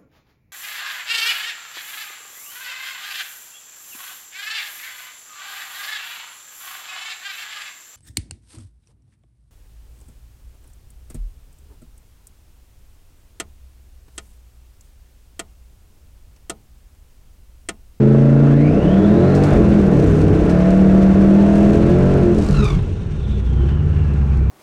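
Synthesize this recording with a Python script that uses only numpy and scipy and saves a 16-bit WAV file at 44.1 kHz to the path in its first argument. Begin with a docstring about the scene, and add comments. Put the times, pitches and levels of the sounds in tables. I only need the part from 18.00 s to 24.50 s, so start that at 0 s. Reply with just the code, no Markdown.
"""A turbo V8 booms and whistles up through first gear, heard inside a caged race car. It shifts at 1.5 s,
holds a burnout, then lifts off and rolls on. Exhaust orders drone in the bare cabin, gas rasps with
each firing, and the tyres hiss and fling grit at the wheel wells. The blow-off valve shrieks as the
throttle shuts, and the turbo's rotor winds down."""
import sys
import numpy as np
from scipy import signal
from scipy.fft import rfft, irfft
from scipy.io import wavfile
from scipy.ndimage import uniform_filter1d, minimum_filter1d

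SR = 44100
rng = np.random.default_rng(int(sys.argv[2]) if len(sys.argv) > 2 else 0)


def inscribe(sig):
    """Save sig as 16-bit PCM at rate SR to the path in sys.argv[1].

    A 1-D sig is mono; a 2-D sig holds one channel per row.
    Samples are clipped to [-1, 1] before scaling.
    """
    pcm = np.round(np.clip(np.atleast_2d(sig).T, -1, 1) * 32767)
    wavfile.write(sys.argv[1], SR, pcm.astype(np.int16))


N = 286650
T = np.arange(N) / SR
BIN_HZ = np.fft.rfftfreq(N, 1 / SR) + 1
SPIN_START_S, SPIN_END_S = 1.4, 4.75  # the rear tyres break loose, then grip again


def undb(db):
    """Decibels to gain."""
    return 10 ** (np.asarray(db) / 20)


def unit(x):
    """Scale to rms 1."""
    return x / np.sqrt(np.mean(x ** 2))


def curves(table):
    """One control curve for each column after the time."""
    times, *columns = np.transpose(table)
    return [np.interp(T, times, column) for column in columns]


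def held(start, end, attack, release):
    """Envelope that rises linearly, holds and dies away; times in seconds."""
    return np.clip((T - start) / attack, 0, 1) * np.exp(-np.clip((T - end) / release, 0, 20))


def bell(x, centre, half_width):
    """Bell-shaped rise and fall around a moment or a frequency."""
    return np.exp(-np.minimum(((x - centre) / half_width) ** 2, 20))


def response(hz, points):
    """Gain of a (Hz, dB) spectrum, falling steeply beyond its ends."""
    f, db = np.transpose(points)
    skirt = np.minimum(1, np.minimum(hz / f.min(), f.max() / hz)) ** 3
    return undb(np.interp(np.log(hz), np.log(f), db)) * skirt


def colour(x, points):
    """Filter by a (Hz, dB) spectrum; the result has rms 1."""
    return unit(irfft(rfft(x) * response(BIN_HZ, points), N))


def ring(x, modes):
    """Drive a bank of resonances; the result has rms 1."""
    gain = sum((-1) ** i * undb(db) / (1 + 1j * (BIN_HZ ** 2 - hz ** 2) / (BIN_HZ * width))
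               for i, (hz, width, db) in enumerate(modes))
    span = response(BIN_HZ, [(modes[0][0], 0), (modes[-1][0], 0)])
    return unit(irfft(rfft(x) * gain * span, N))


def noise():
    """White noise."""
    return rng.standard_normal(N)


def walk(rate):
    """Random wander of rms 1 with about `rate` turns a second."""
    points = rng.standard_normal(N // 10)
    return unit(np.interp(T * rate, np.arange(len(points)), points))


def angle(hz):
    """Running phase of a moving frequency."""
    return 2 * np.pi * np.cumsum(hz) / SR


def tone(phase, rough, rate):
    """A tone of rms 1; roughness scatters part of it into a band about `rate` Hz wide."""
    wave = (1 + rough * walk(rate)) * np.sin(phase) + rough * walk(rate) * np.cos(phase)
    return wave / np.sqrt(.5 + rough ** 2)


# The dull colour of the track. Each row: frequency in Hz, gain in dB.
ROAD_COLOUR = [(18, -10), (30, -4.5), (50, -3), (100, -2), (200, -12), (270, -19.5), (400, -15.5),
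               (550, -30), (900, -55.5)]
# The track rumble's fader. Each row: time in seconds, level in dB.
ROAD_LEVEL = [(0, -35), (1.35, -37), (1.55, -27), (2.2, -24.5), (2.8, -26), (3.4, -28.5), (4.2, -29),
              (4.55, -20), (5, -25.5), (5.7, -23), (6.5, -27.5)]

def chassis(cycle_hz, rev_octaves, spin):
    """Spinning wheels and drive shaft, geared to the crank, shake the shell over the track's rumble."""
    turn = angle(.64 * cycle_hz)
    build_up = np.clip((T - SPIN_START_S) / 3.1, 0, 1)
    shake = tone(turn, rough=.2, rate=16) + undb(-9) * tone(2 * turn, rough=.18, rate=8.4)
    wheels = build_up * undb(-28.5 + 17 * rev_octaves) * shake
    shaft = undb(-26.5) * tone(2.5 * turn, rough=.33, rate=12)
    road_db, = curves(ROAD_LEVEL)
    return spin * (wheels + shaft) + colour(noise(), ROAD_COLOUR) * undb(road_db)


# The ring of bare panels and glass. Each row: frequency in Hz, width in Hz, gain in dB.
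PANEL_MODES = [(820, 45, 5), (1020, 39, 5.5), (1133, 50, 4.5), (1330, 100, 3), (1423, 50, 5.5),
               (1534, 59, 2.5), (1662, 47, 2), (1800, 45, 0), (2250, 110, -14), (2660, 67, -11),
               (3530, 82, -14)]
# Knocks at the shift and as the car rolls on. Each row: start in seconds, level in dB, decay in seconds.
KNOCK_HITS = [(1.508, -32, .04), (1.715, -32, .022), (5.686, -37, .02), (5.96, -40, .02)]

def knocks():
    """Loose parts hit the bare panels with a crack and a ring."""
    envelope = sum(undb(db) * held(s, s, attack=.002, release=decay) for s, db, decay in KNOCK_HITS)
    panels = ring(noise(), PANEL_MODES)
    crack = colour(noise(), [(900, 0), (2400, 0), (5000, -15)])
    return envelope * unit(panels + undb(-1.5) * crack)


# The rasp's fader. Each row: time in seconds, level in dB before a 2 dB lift.
RASP_FADER = [(0.0, -37.5), (0.53, -35.5), (0.57, -38.5), (0.98, -33), (1.01, -35), (1.57, -29),
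              (1.58, -33.5), (2.28, -35), (2.67, -32), (2.71, -34.5), (4.22, -33.5), (4.28, -37),
              (4.69, -40.5), (4.9, -50), (5.45, -48.5), (5.6, -44.5), (6.38, -44), (6.4, -46.5)]
# The colour of the gas. Each row: frequency in Hz, gain in dB.
GAS_COLOUR = [(500, -2), (800, 3), (1150, -10.5), (1450, -16.5), (1950, -7.5), (2600, -13.5), (3100, -20),
              (4200, -22), (7000, -30)]

def rasp(crank):
    """Gas and valve-train noise throbs with firings and banks, and rings the panels."""
    throb = np.exp(.087 * np.cos(8 * crank) + .096 * np.cos(2 * crank) + .084 * np.cos(crank))
    one_cycle = rng.standard_normal(256)  # the same clatter comes round every engine cycle
    clatter = np.interp(crank / (2 * np.pi), np.arange(256) / 256, one_cycle, period=1)
    panels = ring(throb * (noise() + .39 * clatter), PANEL_MODES)
    gas = colour(throb * noise(), GAS_COLOUR)
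    level_db, = curves(RASP_FADER)
    return unit(panels + undb(-.5) * gas) * undb(level_db + 2)


# Air through the engine, strongest under boost. Each row: time in seconds, level in dB before a 2 dB lift.
ENGINE_AIR = [(0, -53), (.45, -54.5), (1.3, -51), (4.75, -52.5), (5.3, -53.5), (5.7, -57), (6.5, -56.5)]
# The tyres tear harder. Each row: centre in seconds, boost in dB, half length in seconds.
TYRE_SURGES = [(1.42, 3, 0.15), (2.1, 4, 0.17), (3.616, 4, 0.22), (4.143, 2, 0.25)]
# The colours of hiss and grit. Each row: frequency in Hz, gain in dB.
HISS_COLOUR = [(1500, -4.5), (2700, 9.5), (3600, 0), (4200, 0.5), (4800, -6.5), (5800, -1), (7200, -8),
               (9000, -7.5), (9900, -26), (13000, -32)]
GRIT_COLOUR = [(3000, -10.5), (6500, 1), (9000, -4), (10000, -9.5), (13300, -14.5), (15000, -28)]

def tyres_and_air(spin):
    """Tearing rubber and engine air share an uneven hiss; grit stands out when the spin is fierce."""
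    air_db, = curves(ENGINE_AIR)
    tyre_db = -52 + sum(db * bell(T, s, half) for s, db, half in TYRE_SURGES)
    level_db = 20 * np.log10(np.hypot(undb(air_db), undb(tyre_db) * spin))
    hiss = colour(noise() * undb(1.9 * walk(60)), HISS_COLOUR)
    grains = (rng.random(N) < 260 / SR) * noise()  # about 260 a second
    grains *= undb(3.2 * np.minimum(rng.exponential(size=N), 2))
    grit_db = np.clip(2 * (level_db + 47), -25, 0) - 10
    return (hiss + undb(grit_db) * colour(grains, GRIT_COLOUR)) * undb(level_db + 2)


# The loudest spits. Each row: start in seconds, level in dB, decay in seconds.
SPIT_HITS = [(1.349, -38.5, 0.029), (1.436, -33.5, 0.011), (1.689, -41, .005), (1.997, -39, 0.0046),
             (2.04, -42, .005), (2.215, -38, .005), (2.281, -42, .003), (2.41, -44, .003),
             (2.495, -41, 0.021), (2.705, -38.5, .005), (3.018, -43, .003), (3.555, -38, .005),
             (3.732, -38, 0.0052), (3.755, -39, .004), (4.232, -41, 0.004), (4.347, -39, 0.0036),
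             (4.385, -34.5, 0.0042), (4.423, -35, .003), (4.447, -39, .003), (4.464, -36, .003),
             (4.487, -32.5, 0.0031), (4.509, -30, 0.0028), (4.527, -36, 0.0045), (4.642, -34, .009),
             (4.749, -41, .004), (5.692, -48, .003), (6.137, -44, .002), (6.371, -44, .003)]
# The bright colour of bursting air. Each row: frequency in Hz, gain in dB.
BURST_COLOUR = [(1500, -22.5), (4000, 6.5), (8500, 0.5), (10500, -9.5), (13500, -18), (16000, -24)]

def spits():
    """Short sharp bursts of air and flung grit."""
    envelope = np.zeros(N)
    for start, db, decay in SPIT_HITS:
        age = np.maximum(T - start, 0)
        envelope += undb(db) * (1 - np.exp(-age / .00042)) * np.exp(-np.minimum(age / decay, 20))
    return envelope * colour(noise(), BURST_COLOUR)


# The intake duct's resonances. Each row: frequency in Hz, half width in Hz, boost in dB.
DUCT_MODES = [(1350, 170, 11), (2240, 130, 9), (2780, 100, 3), (3200, 200, 2), (3560, 70, 3),
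              (4200, 120, 3), (5200, 120, 3)]

def whistle(hz, width_hz):
    """A flickering whistle, wrapped in air torn by the rotor, flares as it passes the duct's resonances."""
    phase = angle(hz * (1 + .021 * walk(500)))
    flicker_db = 2 * walk(25)
    duct_db = sum(db / (1 + ((hz - centre) / half) ** 2) for centre, half, db in DUCT_MODES)
    air = undb(-3.5) * tone(phase, rough=9, rate=1100)
    return undb(flicker_db + duct_db) * (tone(phase, rough=3, rate=width_hz) + air)


# The rotor's run-down. Each row: time in seconds, pitch in Hz, level in dB before the duct.
RUN_DOWN = [(4.72, 3650, -62), (5.18, 3610, -66), (5.25, 3590, -56), (5.34, 3560, -55.5), (5.42, 3450, -61),
            (5.5, 3250, -59), (5.68, 3000, -56.5), (5.85, 2880, -61), (5.97, 2780, -58), (6.25, 2480, -59),
            (6.5, 2350, -63)]

def turbo():
    """The rotor whistles up under boost, fading as it climbs; after the lift it hangs on, then drag slows it."""
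    start_s, heard_s, fade_db_per_s = .38, .43, 11.5
    up_hz = 4260 * np.sqrt(np.clip(T - start_s, 0, 2))  # steady power: pitch grows with the root of time
    up_gain = held(heard_s, 1.39, attack=.03, release=.04) * undb(-46 - fade_db_per_s * (T - heard_s))
    overtone_gain = undb(-14) * held(heard_s, .74, attack=.03, release=.087)
    spool = whistle(up_hz, width_hz=300) + overtone_gain * whistle(2 * up_hz, width_hz=350)
    down_hz, down_db = curves(RUN_DOWN)
    down_gain = held(RUN_DOWN[0][0], T[-1], attack=.05, release=1) * undb(down_db)
    return up_gain * spool + down_gain * whistle(down_hz, width_hz=270)


# The valve's shriek. Each row: harmonic number, relative level in dB.
SHRIEK_PARTIALS = [(1, 3.5), (2, -2.5), (3, -4), (4, -14), (5, -16)]

def blow_off():
    """Dumped boost chuffs through the pipework; the valve's shriek sinks as the pressure falls."""
    dump_s, open_s, shut_s = 4.3, 4.49, 4.69
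    valve_hz, chuff_hz = 1480, 48
    sag = np.exp(-1.15 * np.maximum(T - open_s, 0))
    phase = angle(valve_hz * sag * (1 + .02 * walk(1400)))
    flutter_db = 1.5 * walk(150) + 2.5 * np.cos(angle(chuff_hz * (1 + .12 * walk(30))))
    shriek = sum(undb(db) * tone(k * phase, rough=.9, rate=380) for k, db in SHRIEK_PARTIALS)
    shriek *= undb(-36.5) * held(open_s, shut_s, attack=.13, release=.05)
    air = colour(noise(), BURST_COLOUR) * undb(-48.5) * held(dump_s, shut_s, attack=.13, release=.05)
    pipework = [(700, 1), (1150, 6), (1900, -10), (2600, -6), (3300, -17), (5800, -18), (8000, -24)]
    rush = colour(noise(), pipework) * undb(-42) * held(dump_s, shut_s, attack=.18, release=.1)
    return (air + rush + shriek) * undb(flutter_db)


# Single booms. Each row: centre in seconds, pitch in Hz, peak in dB, half length in seconds.
BOOMS = [(1.558, 42, -19, 0.067), (1.726, 79.5, -23, 0.047), (1.98, 35, -21, .06),
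         (3.149, 83.3, -14, 0.014), (4.29, 350, -17, 0.07), (4.368, 210, -16, .04),
         (4.406, 296, -24, 0.039), (4.47, 207, -15, 0.033), (4.55, 145, -13, .045),
         (4.612, 208, -13.5, 0.03), (4.63, 43, -15, 0.12), (4.632, 417, -19.5, 0.03),
         (4.775, 178.5, -13, 0.021), (4.814, 100.4, -15.5, 0.036), (4.915, 91, -17.5, 0.086),
         (5.312, 209.4, -24, 0.063), (5.506, 150, -17.5, .035), (5.638, 347.4, -29.5, 0.08)]

def jolts():
    """Single resonances swell and die as the drivetrain jolts and on the overrun."""
    return sum(undb(db) * bell(T, s, half) * np.sin(2 * np.pi * (hz * T + rng.random()))
               for s, hz, db, half in BOOMS)


# Standing waves of the cabin air. Each row: frequency in Hz, width in Hz, gain in dB.
CABIN_MODES = [(43, 14, -7), (100.9, 3.2, 5), (141.5, 6.7, 5), (208, 24.6, 2), (304.8, 20, -1),
               (365.5, 7.7, 0.5), (414.7, 13.6, 1), (475.5, 40, -6), (574.5, 37, -10.5), (682, 140, -17)]

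def burble(crank, growl_db, ragged):
    """No two firings are equally strong: the scatter rings the cabin air between the orders."""
    firings = np.flatnonzero(np.diff(np.floor(crank * 4 / np.pi)))  # eight to a cycle
    kicks = np.zeros(N)
    kicks[firings] = noise()[:len(firings)]
    return ring(kicks, CABIN_MODES) * np.sqrt(ragged) * undb(.53 * growl_db - 18)


# Where an order meets a resonance of pipes and cabin.
# Each row: order, frequency in Hz, half width in Hz, relative peak in dB.
CRITICAL_SPEEDS = [(2, 91.4, 7.7, -23.5), (3, 95, 5, -17), (3, 142, 15, -15.5), (4, 64.7, 10.5, -2),
                   (4, 141, 10, -26.5), (4, 178, 15, -14.5), (5, 94, 9.3, -9.5), (5, 143.7, 13.4, -9.5),
                   (5, 192.6, 23.5, -9.5), (6, 92.4, 7.6, -9.5), (6, 203.5, 14, -19.5), (6, 282, 16, -22.5),
                   (7, 297, 11.7, -24.5), (8, 147, 24, -12), (8, 216, 8.2, -22), (8, 229, 43, -21),
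                   (8, 338.4, 30, -20.5), (8, 355, 11, -18), (9, 153, 17, -20), (9, 252, 9.3, -26.5),
                   (9, 302, 32, -25), (9, 358, 9.8, -30), (9, 416, 10, -27), (10, 294, 13, -16),
                   (10, 421, 9.2, -24.5), (10, 466, 40, -28), (11, 318, 10, -28), (11, 500, 25, -29.5),
                   (12, 208.5, 9.9, -21), (12, 338, 8.8, -31), (13, 210, 11.4, -22), (13, 344, 15, -24),
                   (13, 424, 20, -19.5), (13, 480, 18, -26.5), (13, 580, 43, -24), (15, 665, 14, -33),
                   (16, 408.7, 19, -15.5), (16, 660, 26, -29), (16, 775, 15, -27.5), (17, 480, 17, -35),
                   (17, 646, 17, -34), (17, 686, 7.9, -29.5), (18, 659.4, 28, -23.5), (21, 582, 12, -33),
                   (22, 874, 8.3, -36), (23, 928, 8, -40.5)]

def drone(order, phase, cycle_hz, load_db, ragged):
    """An order firms up into a drone as the revs carry it through a resonance, louder under load."""
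    resonance = sum(undb(db) * bell(order * cycle_hz, centre, half)
                    for k, centre, half, db in CRITICAL_SPEEDS if k == order) / np.sqrt(2)
    sweep_hz_per_s = uniform_filter1d(np.abs(np.gradient(cycle_hz)) * SR, size=4000)
    lag_db = .17 * sweep_hz_per_s * np.sqrt(order / 5)  # resonances need time to build
    rough = (.03 + .27 * ragged ** 2) * max(1, order / 5)
    return tone(phase, rough, rate=30) * resonance * undb(2.5 + .85 * load_db - lag_db)


# The uneven firing of the two banks. Each row: order (multiple of the cycle rate), relative level in dB.
ENGINE_ORDERS = [(1, 2.5), (2, 3.5), (3, -6.5), (4, -3.5), (5, -4.5), (6, -8.5), (7, -7.5), (8, -4),
                 (9, -4.5), (10, -1.5), (11, -10), (12, -4.5), (13, -2.5), (14, -0.5), (15, -1.5), (16, 2),
                 (17, -1.5), (18, -2), (19, -7.5), (20, 2), (21, -0.5), (22, -8.5), (23, -0.5), (24, 1)]
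# The cabin's colour on the exhaust. Each row: frequency in Hz, gain in dB.
CABIN_COLOUR = [(25.0, -35), (45.0, -36), (68.0, -32), (92.0, -32), (115.0, -35.5), (142.0, -22),
                (170.0, -35.5), (200.0, -22.5), (255.0, -30.5), (310.0, -25.5), (350.0, -27), (385.0, -42),
                (425.0, -31), (480.0, -37.5), (525.0, -41), (585.0, -33.5), (630.0, -41.5), (675.0, -37.5),
                (780.0, -52), (1100.0, -47)]

def exhaust(cycle_hz, crank, load_db, growl_db, ragged):
    """A ladder of rough engine orders slides through the cabin: low ones rumble, higher ones growl."""
    muffler_hz = 714
    rumble_db = -4 + 15.5 * ragged + .25 * load_db
    out = 0
    for order, db in ENGINE_ORDERS:
        hz = order * cycle_hz
        growl_share = np.clip((hz - 150) / 110, 0, 1)
        drive_db = rumble_db + growl_share * (growl_db - rumble_db)
        muffler_db = -14 * np.clip((hz - muffler_hz) / 110, 0, 1)
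        # the cabin scrambles the low orders; the high ones stay in step and bark once a cycle
        scatter = 2.4 if order < 11 else .7
        phase = order * crank + scatter * rng.standard_normal()
        partial = tone(phase, rough=ragged * (.35 + .05 * order), rate=36)
        out += partial * response(hz, CABIN_COLOUR) * undb(db + drive_db + muffler_db - 1)
        out += drone(order, phase, cycle_hz, load_db, ragged)
    return out


# The revs: up through first gear, down after the shift, up in the burnout, then off.
# Each row: time in seconds, cycle rate in Hz (rpm / 120).
REVS = [(0.0, 26.5), (0.15, 27.3), (0.3, 27.9), (0.58, 28.6), (0.69, 30.1), (0.8, 34.0), (1.1, 41.3),
        (1.3, 46.7), (1.5, 49.6), (1.56, 43.5), (1.79, 40.5), (1.92, 37.0), (2.05, 32.4), (2.2, 31.1),
        (2.35, 32.7), (2.5, 35.3), (2.8, 38.1), (3.1, 38.5), (3.3, 39.3), (3.5, 40.3), (3.65, 40.6),
        (3.85, 43.0), (4.0, 45.7), (4.15, 46.4), (4.45, 40.4), (4.65, 33.1), (4.88, 24.0), (5.25, 15.4),
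        (5.5, 15.0), (5.8, 18.4), (6.0, 18.2), (6.5, 15.9)]
# How hard the engine pulls: smooth on held revs, ragged as they swing.
# Each row: time in seconds, load in dB, roughness from 0 to 1.
ENGINE_LOAD = [(0, 2.5, 0.11), (.55, -0.5, 0.24), (.71, 2, .32), (.84, 0, 0.74), (1.22, 0.5, 0.3),
               (1.42, 0, 0.35), (1.6, -1.5, 0.62), (2.3, 0, 0.7), (2.56, -1, 0.29), (3.42, 0, 0.24),
               (3.75, -1, 0.41), (4.1, -1.5, .22), (4.3, -3.5, 0.48), (4.42, -7, 0.82), (4.75, -17, 0.91),
               (4.98, -22, .7), (5.27, -21.5, 0.3), (5.58, -12.5, 0.28), (6.5, -13.5, 0.42)]
# The engine stumbles. Each row: centre in seconds, dip or lift in dB, half length in seconds.
ENGINE_STUMBLES = [(3.138, -11, 0.0072), (1.535, 4.5, 0.03)]

def scene():
    """Revs and load drive the engine; everything meets in mono at the dashboard."""
    cycle_hz, = curves(REVS)
    load_db, ragged = curves(ENGINE_LOAD)
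    rev_octaves = np.log2(cycle_hz / 38)  # above cruising speed
    growl_db = 5 + 6 * rev_octaves + 1.37 * load_db
    spin = held(SPIN_START_S, SPIN_END_S, attack=.038, release=.14)  # 0 gripping, 1 spinning
    crank = angle(cycle_hz * (1 + .014 * ragged ** 2 * walk(50)))  # 2 pi per engine cycle
    stumble_db = sum(db * bell(T, s, half) for s, db, half in ENGINE_STUMBLES)
    pipes = exhaust(cycle_hz, crank, load_db, growl_db, ragged) + burble(crank, growl_db, ragged)
    engine = pipes * undb(stumble_db) + jolts() + rasp(crank) + turbo() + blow_off()
    return (engine + tyres_and_air(spin) + spits() + knocks() + chassis(cycle_hz, rev_octaves, spin))[None]


def record(dry):
    """A limiter holds down the peaks, and the top treble is cut."""
    ceiling, top_hz = .8, 14600
    gain = np.minimum(1, ceiling / (np.abs(dry) + 1e-9))
    gain = uniform_filter1d(minimum_filter1d(gain, size=500), size=500)
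    fade_in = np.minimum(T / .004, 1)
    lowpass = signal.ellip(8, .2, 70, top_hz, fs=SR, output="sos")
    return signal.sosfilt(lowpass, dry * gain * fade_in)


dry = scene()
out = record(dry)
inscribe(out)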